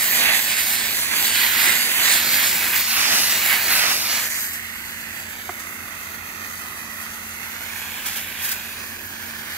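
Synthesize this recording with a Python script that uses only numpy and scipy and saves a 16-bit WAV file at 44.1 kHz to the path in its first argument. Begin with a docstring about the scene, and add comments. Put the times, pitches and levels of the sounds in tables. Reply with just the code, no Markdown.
"""A fire hose drums, splashes and hisses on soil and scrub, swept from side to side, then turned away downslope.
The jet is lumpy noise split into drumming, splash and spray, each following its own level curve.
Delay, phase and colour move the spot it hits across two microphone ports; an echo and twig bursts vary it.
A distant pump drones as wandering sine tones over filtered noise, and one knock rings as damped modes."""
import sys
import numpy as np
from scipy import signal
from scipy.fft import rfft, irfft, next_fast_len
from scipy.io import wavfile
from scipy.ndimage import uniform_filter1d, map_coordinates

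SR = 44100
rng = np.random.default_rng(int(sys.argv[2]) if len(sys.argv) > 2 else 0)


def persist_wave(psi):
    """Save psi, clipped to +-1, as 16-bit WAV."""
    counts = np.round(np.clip(psi, -1, 1) * 32767).astype(np.int16)
    wavfile.write(sys.argv[1], SR, np.atleast_2d(counts).T)


N = 422037
TOP_HZ = 15750  # band limit


def amp(db):
    """Decibels to linear gain."""
    return 10 ** (np.asarray(db) / 20)


def unit(x):
    """Scale to an rms of one."""
    return x / np.sqrt(np.mean(np.abs(x) ** 2) + 1e-20)


def along(points, hz):
    """Read (Hz, value) points on a log frequency axis."""
    f, v = np.transpose(points)
    return np.interp(np.log(hz + 1), np.log(f + 1), v)


def curves(rows, t):
    """Each column after the time, read at times t."""
    s, *cols = np.transpose(rows)
    return [np.interp(t, s, c) for c in cols]


def wobble(rate, t):
    """A smooth random curve at times t, rate knots a second."""
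    return map_coordinates(rng.standard_normal(int(t[-1] * rate) + 4), [t * rate])


def filtered(x, response):
    """Multiply the spectrum of x by a response of frequency."""
    m = next_fast_len(N + SR // 4)
    return irfft(rfft(x, m) * response(np.fft.rfftfreq(m, 1 / SR)), m)[..., :N]


def pump():
    """Engine tones that wander a little in pitch and strength, over a low rumble."""
    # Drone tones. Each row: frequency in Hz, relative level in dB, pitch wander in Hz.
    drone_tones = [(42.4, -65, 1), (51.8, -66, 1), (86.1, -53, 0.77), (93, -56.5, .8)]
    # Harmonics of the engine shaft. Each row: multiple of its rate, relative level in dB.
    shaft_harmonics = [(6, -59), (7, -64), (8, -49.5), (9, -62), (10, -67)]
    # Colour of the rumble. Each row: frequency in Hz, relative gain in dB.
    rumble_colour = [(20, -42), (34, -8.5), (81, 3), (103, 0), (141, -4.5), (172, -5.5), (222, -0.5),
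                     (291, -3.5), (400, -5), (520, -46), (880, -120)]
    shaft_hz, shaft_wander_hz = 28.02, .04
    t = np.arange(N) / SR
    tones = 0
    for hz, db, wander in drone_tones:
        strength = amp(db + 1 + 0.76 * wobble(2.4, t))
        tones = tones + strength * np.sin(2 * np.pi * np.cumsum(hz + wander * wobble(4, t)) / SR)
    shaft = 2 * np.pi * np.cumsum(shaft_hz + shaft_wander_hz * wobble(3, t)) / SR
    for multiple, db in shaft_harmonics:
        tones = tones + amp(db + 1 + 1.4 * wobble(3, t)) * np.sin(multiple * shaft)
    noise = rng.standard_normal((3, N))
    shared, left, right = unit(filtered(noise, lambda hz: amp(along(rumble_colour, hz))))
    rumble = shared + .4 * np.array([left, right])
    return (tones + amp(-51.5) * rumble) * amp([[-2.1], [1.9]])  # stronger at the right port


def knock():
    """A dull blow on something hollow: a sharp push, then a ring that builds and is soon damped."""
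    # The blow. Each row: start in seconds, relative level in dB.
    blows = [(5.4922, -15)]
    # Ringing modes. Each row: frequency in Hz, relative level in dB, time to decay by 60 dB in seconds.
    modes = [(366, -5, 0.052), (713, 1.5, 0.04), (1100, -1, 0.033), (1290, -1.5, 0.037), (1650, -4, .025),
             (2050, 0, .03), (3160, -14, .02)]
    out, t = np.zeros(N + SR), np.arange(SR // 10) / SR
    for s, db in blows:
        ring = sum(amp(level - 60 * t / t60) * np.sin(2 * np.pi * hz * t) for hz, level, t60 in modes)
        push = np.cos(2 * np.pi * 1150 * (t - .0006)) * np.exp(-((t - .0008) / .0006) ** 2)
        burst = np.pad(amp(-60 * t / .02) * rng.standard_normal(len(t)), (0, N - len(t)))
        snap = filtered(burst, lambda hz: along([(800, 0), (1500, 1), (2500, 1), (4000, 0)], hz))
        build = 1 - np.exp(-t / .003)
        blow = (ring + amp(6) * snap[:len(t)]) * build + amp(4) * push
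        out[round(s * SR):][:len(t)] -= amp(db - 4.5) * blow
    return filtered(out[:N], lambda hz: along([(200, 0), (330, 1)], hz)) * amp([[-3.5], [2.5]])


def droplets(lumpy_db, slug_share, slug_db):
    """White spatter: noise in lumps of a few ms, with single heavier slugs of water."""
    t = np.arange(N) / SR
    stream = amp(lumpy_db * wobble(350, t)) * rng.standard_normal(N)
    slugs = (rng.random(N) < .01) * amp(slug_db * rng.exponential(size=N)) * rng.standard_normal(N)
    return unit(unit(stream) + slug_share * unit(slugs))


def sweep(t):
    """Lag of the left port in microseconds: the arm speeds up and slows down between its turns."""
    # The arm reverses. Each row: time in seconds, lag of the left port in microseconds.
    reversals = [(-.1, -95), (.27, -175), (.67, -78), (1.07, -185), (1.51, -56), (1.93, -184), (2.3, -45),
                 (2.69, -154), (3.09, -37), (3.53, -161), (3.85, -39), (4.6, -248), (5.0, -232),
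                 (5.43, -302), (5.85, -282), (6.27, -319), (6.92, -255), (7.13, -283), (8.29, -83),
                 (9.03, -218), (9.4, -204), (9.7, -228)]
    s, lag = np.transpose(reversals)
    turn = np.interp(t, s, np.arange(len(s)))
    eased = np.floor(turn) + (1 - np.cos(np.pi * (turn % 1))) / 2
    return np.interp(eased, np.arange(len(s)), lag)


def stance_shares(t):
    """Crossfade weights of the seven places where the jet lands."""
    # Where it lands: 0 = ahead, 1 = below and right, 2 = below the ports, 3-4 = down the slope,
    # 5 = swung back, 6 = down again. Each row: time in seconds, place.
    places = [(0, 0), (2.4, 0), (2.62, 1), (2.78, 1), (3.0, 2), (3.22, 2), (3.47, 1), (3.6, 1), (3.78, 2),
              (4.1, 2), (4.3, 3), (5.4, 3), (5.7, 4), (7.25, 4), (7.95, 5), (8.55, 5), (8.85, 6), (9.57, 6)]
    stance, = curves(places, t)
    return [np.clip(1 - abs(stance - k), 0, 1) for k in range(7)]


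def blend(tables, shares, f):
    """Mix frequency curves by the share of each place."""
    return sum(along(table, f) * share for table, share in zip(tables, shares))


def echo_and_streaks(t, f):
    """Gain at each port: the comb of one moving echo, and slow random streaks."""
    # A copy bounced off the person holding the hose. Each row: time in seconds, left and right delays in ms,
    # left and right strengths (0-1).
    echo_path = [(4.1, 1.15, .95, 0, 0), (4.4, 1.02, 1.0, .45, .2), (5.2, 1.05, 1.13, .45, .3),
                 (5.55, 1.05, 1.45, .25, .3), (6.0, 1.14, 1.55, .3, .55), (6.3, 1.15, 1.55, .45, .5),
                 (6.8, 1.27, 1.57, .45, .55), (7.1, 1.2, 1.53, .35, .5), (7.45, 1.2, 1.44, .45, .3),
                 (7.8, 1.14, 1.25, .5, .4), (8.2, 1.12, 1.3, .55, .3), (8.55, 1.09, 1.18, .5, .35),
                 (8.85, .98, 1.17, .4, .45), (9.2, 1.02, 1.24, .2, .45), (9.57, 1.05, 1.3, .2, .3)]
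    # Each row: frequency in Hz, share of the copy.
    echo_reach = [(700, 0), (1200, 1), (3000, 1), (4500, .2)]
    *delay_ms, left, right = curves(echo_path, t)
    share = np.clip([left, right], 0, .9)[:, None] * along(echo_reach, f)
    phase = 2 * np.pi * f * np.array(delay_ms)[:, None] / 1000
    comb = np.sqrt((1 + share ** 2 + 2 * share * np.cos(phase)) / (1 + share ** 2))
    # slow random streaks: narrow bands swell and sink separately at each port
    streaks = uniform_filter1d(rng.standard_normal(comb.shape), size=2, axis=1)
    streaks = uniform_filter1d(streaks, size=90, axis=2)
    depth = along([(500, .4), (1200, 1), (3000, 1), (5500, .6), (12000, .5)], f)
    return comb * amp(1.8 * unit(streaks) * depth)


def port_colour(shares, t, f):
    """Each port's spectrum turns with the place where the jet lands, with an echo and random streaks."""
    # Colour at each port, one curve a place. 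Each row: frequency in Hz, relative gain in dB.
    left_colours = [
        [(258, -12.5), (520, -14.5), (690, -8.5), (1120, -11), (1290, -15), (1460, -8), (2410, -2.5),
         (2670, -4.5), (4570, 2.0), (5250, -6), (7920, -4.5), (10680, -3.5), (13180, 1.5), (15590, -5.5)],
        [(258, -12), (520, -15), (600, -10.5), (780, -6.5), (1380, -10), (2150, -0.5), (2760, 2.5), (3010, -5),
         (4570, 4.0), (5080, -4.5), (9130, -4.5), (11970, 0), (13010, 4), (15590, -4)],
        [(258, -9.5), (520, -11.5), (690, -6), (1120, -5.5), (2070, -7), (2760, 3.5), (3100, -2), (4570, 4.5),
         (5340, -8), (5940, -2.5), (7920, -5.5), (10340, -4.5), (13180, 2), (15590, -8)],
        [(258, -15), (520, -12), (860, -10), (1380, -8), (1800, -1), (2330, -3), (3100, -2), (3790, -3.5),
         (4650, 2), (5250, -7.5), (10080, -4), (13090, 2.5), (15590, -5)],
        [(258, -12), (520, -10.5), (1380, -5), (1640, -4), (2330, -5.5), (4740, 0), (5170, -8.5), (6030, -5.5),
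         (6980, -7.5), (10080, -4), (13090, 2), (15590, -5)],
        [(258, -18), (520, -10), (780, -6), (1120, -9), (1380, -7), (1800, -1), (2330, -1), (4650, 0),
         (5080, -7), (9910, -5), (13180, 1.5), (15590, -4)],
        [(258, -4), (520, -8.5), (1210, -8), (1380, -7), (1720, 0), (2410, -4), (4740, 0.5), (5250, -12),
         (5940, -4), (7840, -7.0), (11970, -2), (13010, 1.5), (15590, -6.5)],
    ]
    right_colours = [
        [(258, -6.5), (520, -9), (600, -4.5), (1210, -1.5), (1980, 10.5), (3190, 1.5), (4310, 1), (5680, -5.5),
         (7060, 1.5), (8350, 1.0), (9990, -5.5), (13180, 2.5), (14640, 1.5), (15590, -4)],
        [(258, -6.5), (520, -8.5), (600, -4), (1290, 2), (1640, 9.5), (2150, 10.5), (2410, 8), (3700, -2),
         (4220, 0), (5080, -4), (7920, -1.5), (9560, -5.5), (14900, 1), (15590, 0)],
        [(258, -5.5), (520, -6.5), (600, -1.5), (780, -1.5), (1210, 2.0), (1980, 10), (3450, 0.5), (5680, 5),
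         (6120, 0.5), (6720, 2), (9130, -8), (10940, 1.0), (13610, -6.5), (15590, -3)],
        [(258, -7), (520, -8), (600, -3.5), (1120, 0.5), (1550, 10.5), (1890, 13), (4570, -7.5), (5250, -7.5),
         (6370, 1.5), (8270, -1.0), (9730, -7), (12830, -1.5), (15070, -2), (15590, -6.0)],
        [(258, -2), (520, -5), (1030, 5.5), (1290, 8.5), (1980, 11.5), (2600, 5.5), (4130, -9), (5510, -4.5),
         (6200, 3), (7750, -4), (9910, -6.0), (10850, -2.0), (14560, -2.5), (15590, -6.0)],
        [(258, -7), (520, -3), (1210, 4.5), (1550, 8.5), (2410, 8.5), (3270, 3.5), (4310, -6), (6980, -1),
         (8100, -5.5), (9820, -6.5), (12830, 2), (15590, -3)],
        [(258, 2), (520, -3), (950, 1.5), (1720, 11.5), (2410, 5.5), (3360, 1.5), (3620, -4.5), (6720, -1),
         (8350, -7.5), (10340, -2.5), (14300, -2), (15250, 2), (15590, -0.5)],
    ]
    colour = amp([blend(left_colours, shares, f), blend(right_colours, shares, f)])
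    return colour * echo_and_streaks(t, f) * (f > 140) * (f < TOP_HZ)


def jet_levels(t, lag):
    """Splash, drumming and spray in dB: motion raises them, gaps cut them, twigs throw up spray."""
    # The jet with the nozzle held still. Each row: time in seconds, then relative levels of splash,
    # drumming and spray in dB.
    still_levels = [(0, -26.5, -41, -22.5), (.2, -23.5, -35, -20), (.3, -15, -34, -23.5),
                    (.43, -28.5, -42, -23.5), (.75, -24.5, -41.5, -21.5), (.88, -28.5, -40.5, -26.5),
                    (1.0, -27, -43, -21.5), (1.1, -26, -40.5, -25), (1.22, -24.5, -37.5, -21),
                    (1.4, -21.5, -42, -21.5), (1.68, -23, -37.5, -21), (1.84, -25.5, -40.5, -22.5),
                    (2.0, -23.5, -41, -23), (2.13, -22.5, -39, -20), (2.24, -24, -39.5, -23),
                    (2.38, -22.5, -38, -21), (2.5, -26.5, -38, -21.5), (2.74, -22.5, -38, -25),
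                    (2.84, -30, -47.5, -22.5), (3.0, -22, -37.5, -23.5), (3.17, -22.5, -36.5, -20),
                    (3.28, -25, -38.5, -22), (3.4, -27, -39, -23), (3.54, -17, -38, -22.5),
                    (3.65, -29, -36.5, -27), (3.72, -22, -38, -23), (3.78, -23.5, -37, -22),
                    (3.86, -20.5, -33.5, -22.5), (4.03, -30.5, -42.5, -25.5), (4.13, -27.5, -40.5, -26.5),
                    (4.43, -32.5, -49, -24.5), (4.6, -31, -51.5, -36.5), (5.3, -35, -48, -38),
                    (6.2, -34, -48.5, -38), (7.4, -34.5, -49, -36.5), (7.9, -34, -48, -34.5),
                    (8.3, -32.5, -47.5, -36), (8.85, -36, -50, -37.5), (9.57, -32.5, -48, -36)]
    # A moving jet is louder: splash, drumming, spray, in dB per microsecond of lag a second.
    swing_db = [0.008, 0.0023, 0.0044]
    # The stream falters. Each row: time in seconds, depth in dB, half width in seconds.
    falters = [(.56, 3.5, 0.016), (.77, 2.5, 0.024), (1.08, 1, 0.022), (4.29, 4.5, 0.014), (4.5, 2, 0.031),
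               (1.31, 3.5, 0.033), (3.63, 0.5, 0.043)]
    # The jet clips twigs. Each row: time in seconds, spray rise in dB, swell and fade times in seconds.
    twig_bursts = [(8.062, 13, .005, 0.055), (8.17, 10.5, 0.011, 0.033), (8.45, 15.5, 0.036, 0.048),
                   (8.492, 7, .004, 0.013), (8.52, 15, 0.0058, 0.013), (5.6, 8, 0.0044, 0.009),
                   (13, 2, .01, .02), (2.76, 6, 0.016, 0.018), (4.54, 4.5, .01, .02),
                   (4.17, 3.5, .015, 0.011), (2.7, 0.5, 0.043, 0.03)]
    gaps_db = sum(db * np.exp(-((t - s) / width) ** 2) for s, db, width in falters)
    swing = np.outer(swing_db, abs(np.gradient(lag, t)))
    splash_db, drum_db, spray_db = curves(still_levels, t) + swing - gaps_db
    burst_db = sum(db * np.exp(-np.where(t < s, (s - t) / swell, (t - s) / fade))
                   for s, db, swell, fade in twig_bursts)
    return splash_db + 0.23 * burst_db, drum_db, spray_db + burst_db


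def jet_gain(colour, lag, far, t, hz):
    """The stream breaks up unevenly: each part flutters, and patches drift through the noise."""
    f = hz[:, None]

    def level(lo, hi):
        """Strength of the coloured noise between two frequencies."""
        power = abs(colour[:, (hz > lo) & (hz < hi)]) ** 2
        return np.sqrt(np.sum(power, axis=(0, 1)) / len(hz) / 2)

    splash_db, drum_db, spray_db = jet_levels(t, lag)
    drumming, splash, hiss = level(280, 900), level(900, 3500), level(5500, 15500)
    # share of each band given to drumming and spray; splash takes the rest
    drum, spray = along([(600, 0.89), (1100, 0.043)], f), along([(2800, 0.027), (5500, 0.8)], f)
    fizz = along([(5000, -0.62), (14000, 0.91)], f)  # fine and coarse droplets trade places
    patches = uniform_filter1d(rng.standard_normal((len(hz), len(t))), size=3, axis=0)
    patches = uniform_filter1d(patches, size=24, axis=1)
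    uneven = 1 - (1 - 0.35) * far  # 0.35 of the unevenness is left when the jet lands far away
    drum_db = drum_db - 0.75 + 0.29 * wobble(17, t)
    spray_db = spray_db - 0.45 + 0.96 * wobble(23, t) + 1.24 * fizz * wobble(16, t)
    splash_db = splash_db - 1.77 + 0.86 * wobble(9, t) * uneven
    gain = (amp(drum_db) / drumming) ** drum * (amp(spray_db) / hiss) ** spray
    gain = gain * (amp(splash_db) / splash) ** (1 - drum - spray)
    return gain * amp(0.59 + 0.31 * wobble(25, t) + 1.16 * unit(patches) * uneven)


def jet():
    """One spatter reaches both ports, lagging by direction; scattered spatter differs from port to port."""
    # Sound bending round the body between the ports: landing ahead, below, down the slope twice, swung back.
    # Each row: frequency in Hz, phase by which the left leads in radians.
    body_phase = [
        [(260, -0.5), (600, -0.6), (1120, -1.2), (2150, -0.6), (2580, -1.3), (3270, -1.0), (4910, -2.9),
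         (5600, -2.2), (6120, -0.3), (7840, 0.4), (10160, 0.4), (11540, 1.5), (15590, -0.3)],
        [(260, -0.4), (690, -0.7), (1290, -1.8), (1980, -1.1), (2500, -1.2), (3620, -2.9), (5000, -5.6),
         (5680, -4.9), (8010, -6.7), (8700, -9.9), (11540, -11.2), (14640, -13.7), (15590, -12.5)],
        [(260, -0.9), (1210, -1.5), (1550, -0.6), (2330, -1.4), (2500, -0.5), (3700, -2.1), (3960, -1.4),
         (4910, -1.6), (5430, -0.1), (9650, -0.9), (10160, 1.3), (12750, 0.1), (15590, -2.9)],
        [(260, -0.9), (950, -1.4), (1640, -1.0), (1890, -2.2), (2330, -0.7), (2760, -1.0), (3360, -2.3),
         (5600, -0.5), (5860, -1.1), (7240, -0.6), (10160, -4.8), (12140, -6.0), (15590, -5.4)],
        [(260, -0.7), (950, -1.2), (1290, -1.6), (1460, -0.5), (1810, -0.4), (2150, -1.9), (2500, -1.5),
         (4130, -1.4), (4390, -0.2), (8440, -0.3), (8700, 2.3), (14380, 0.3), (15590, 1.5)],
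    ]
    # Left-right likeness: landing ahead, below, turning away, far. Each row: frequency in Hz, likeness (0-1).
    likeness = [
        [(300, .98), (1200, .87), (2500, .64), (3100, .55), (4500, .74), (5500, .92), (6500, .55), (8000, .55),
         (9500, .7), (12500, .6), (15500, .4)],
        [(300, .98), (1200, .87), (2500, .68), (4200, .85), (5500, .6), (8500, .45), (12000, .55), (15500, .25)],
        [(300, .96), (700, .74), (1200, .76), (1800, .9), (2300, .55), (2900, .7), (3300, .9), (3650, .96),
         (4200, .42), (5300, .45), (8500, .3), (12000, .35), (15500, .2)],
        [(300, .96), (700, .78), (1200, .84), (1800, .76), (2300, .62), (3500, .62), (4200, .3), (5300, .42),
         (8500, .3), (12000, .4), (15500, .25)],
    ]
    frame = 512  # samples
    spatter = [droplets(lumpy_db=1.25, slug_share=0.19, slug_db=2.0) for _ in range(3)]
    hz, t, (direct, *scattered) = signal.stft(spatter, SR, nperseg=frame, noverlap=frame * 3 // 4)
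    f, lag, shares = hz[:, None], sweep(t), stance_shares(t)
    ahead, below, far = shares[0], sum(shares[1:3]), sum(shares[3:])
    colour = port_colour(shares, t, f)
    gain = jet_gain(colour, lag, far, t, hz)
    phase_shares = [ahead, below, *shares[3:5], sum(shares[5:])]
    turn = sum(np.exp(1j * along(table, f)) * share for table, share in zip(body_phase, phase_shares))
    lead = turn / abs(turn) * np.exp(-2j * np.pi * f * lag * 1e-6)
    alike = np.clip(blend(likeness, [ahead, below, shares[3], sum(shares[4:])], f), 0, 1)
    ports = np.sqrt(alike) * np.array([direct * lead, direct]) + np.sqrt(1 - alike) * np.array(scattered)
    return signal.istft(ports * colour * gain, SR, nperseg=frame, noverlap=frame * 3 // 4)[1][:, :N]


def scene():
    """The pump and the knock behind the jet."""
    return pump() + knock() + jet()


def record(dry):
    """The loudest peaks round off, and nothing above the band limit is kept."""
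    rounded = dry / (1 + abs(dry / .88) ** 6) ** (1 / 6)
    return filtered(rounded, lambda hz: hz < TOP_HZ)


dry = scene()
out = record(dry)
persist_wave(out)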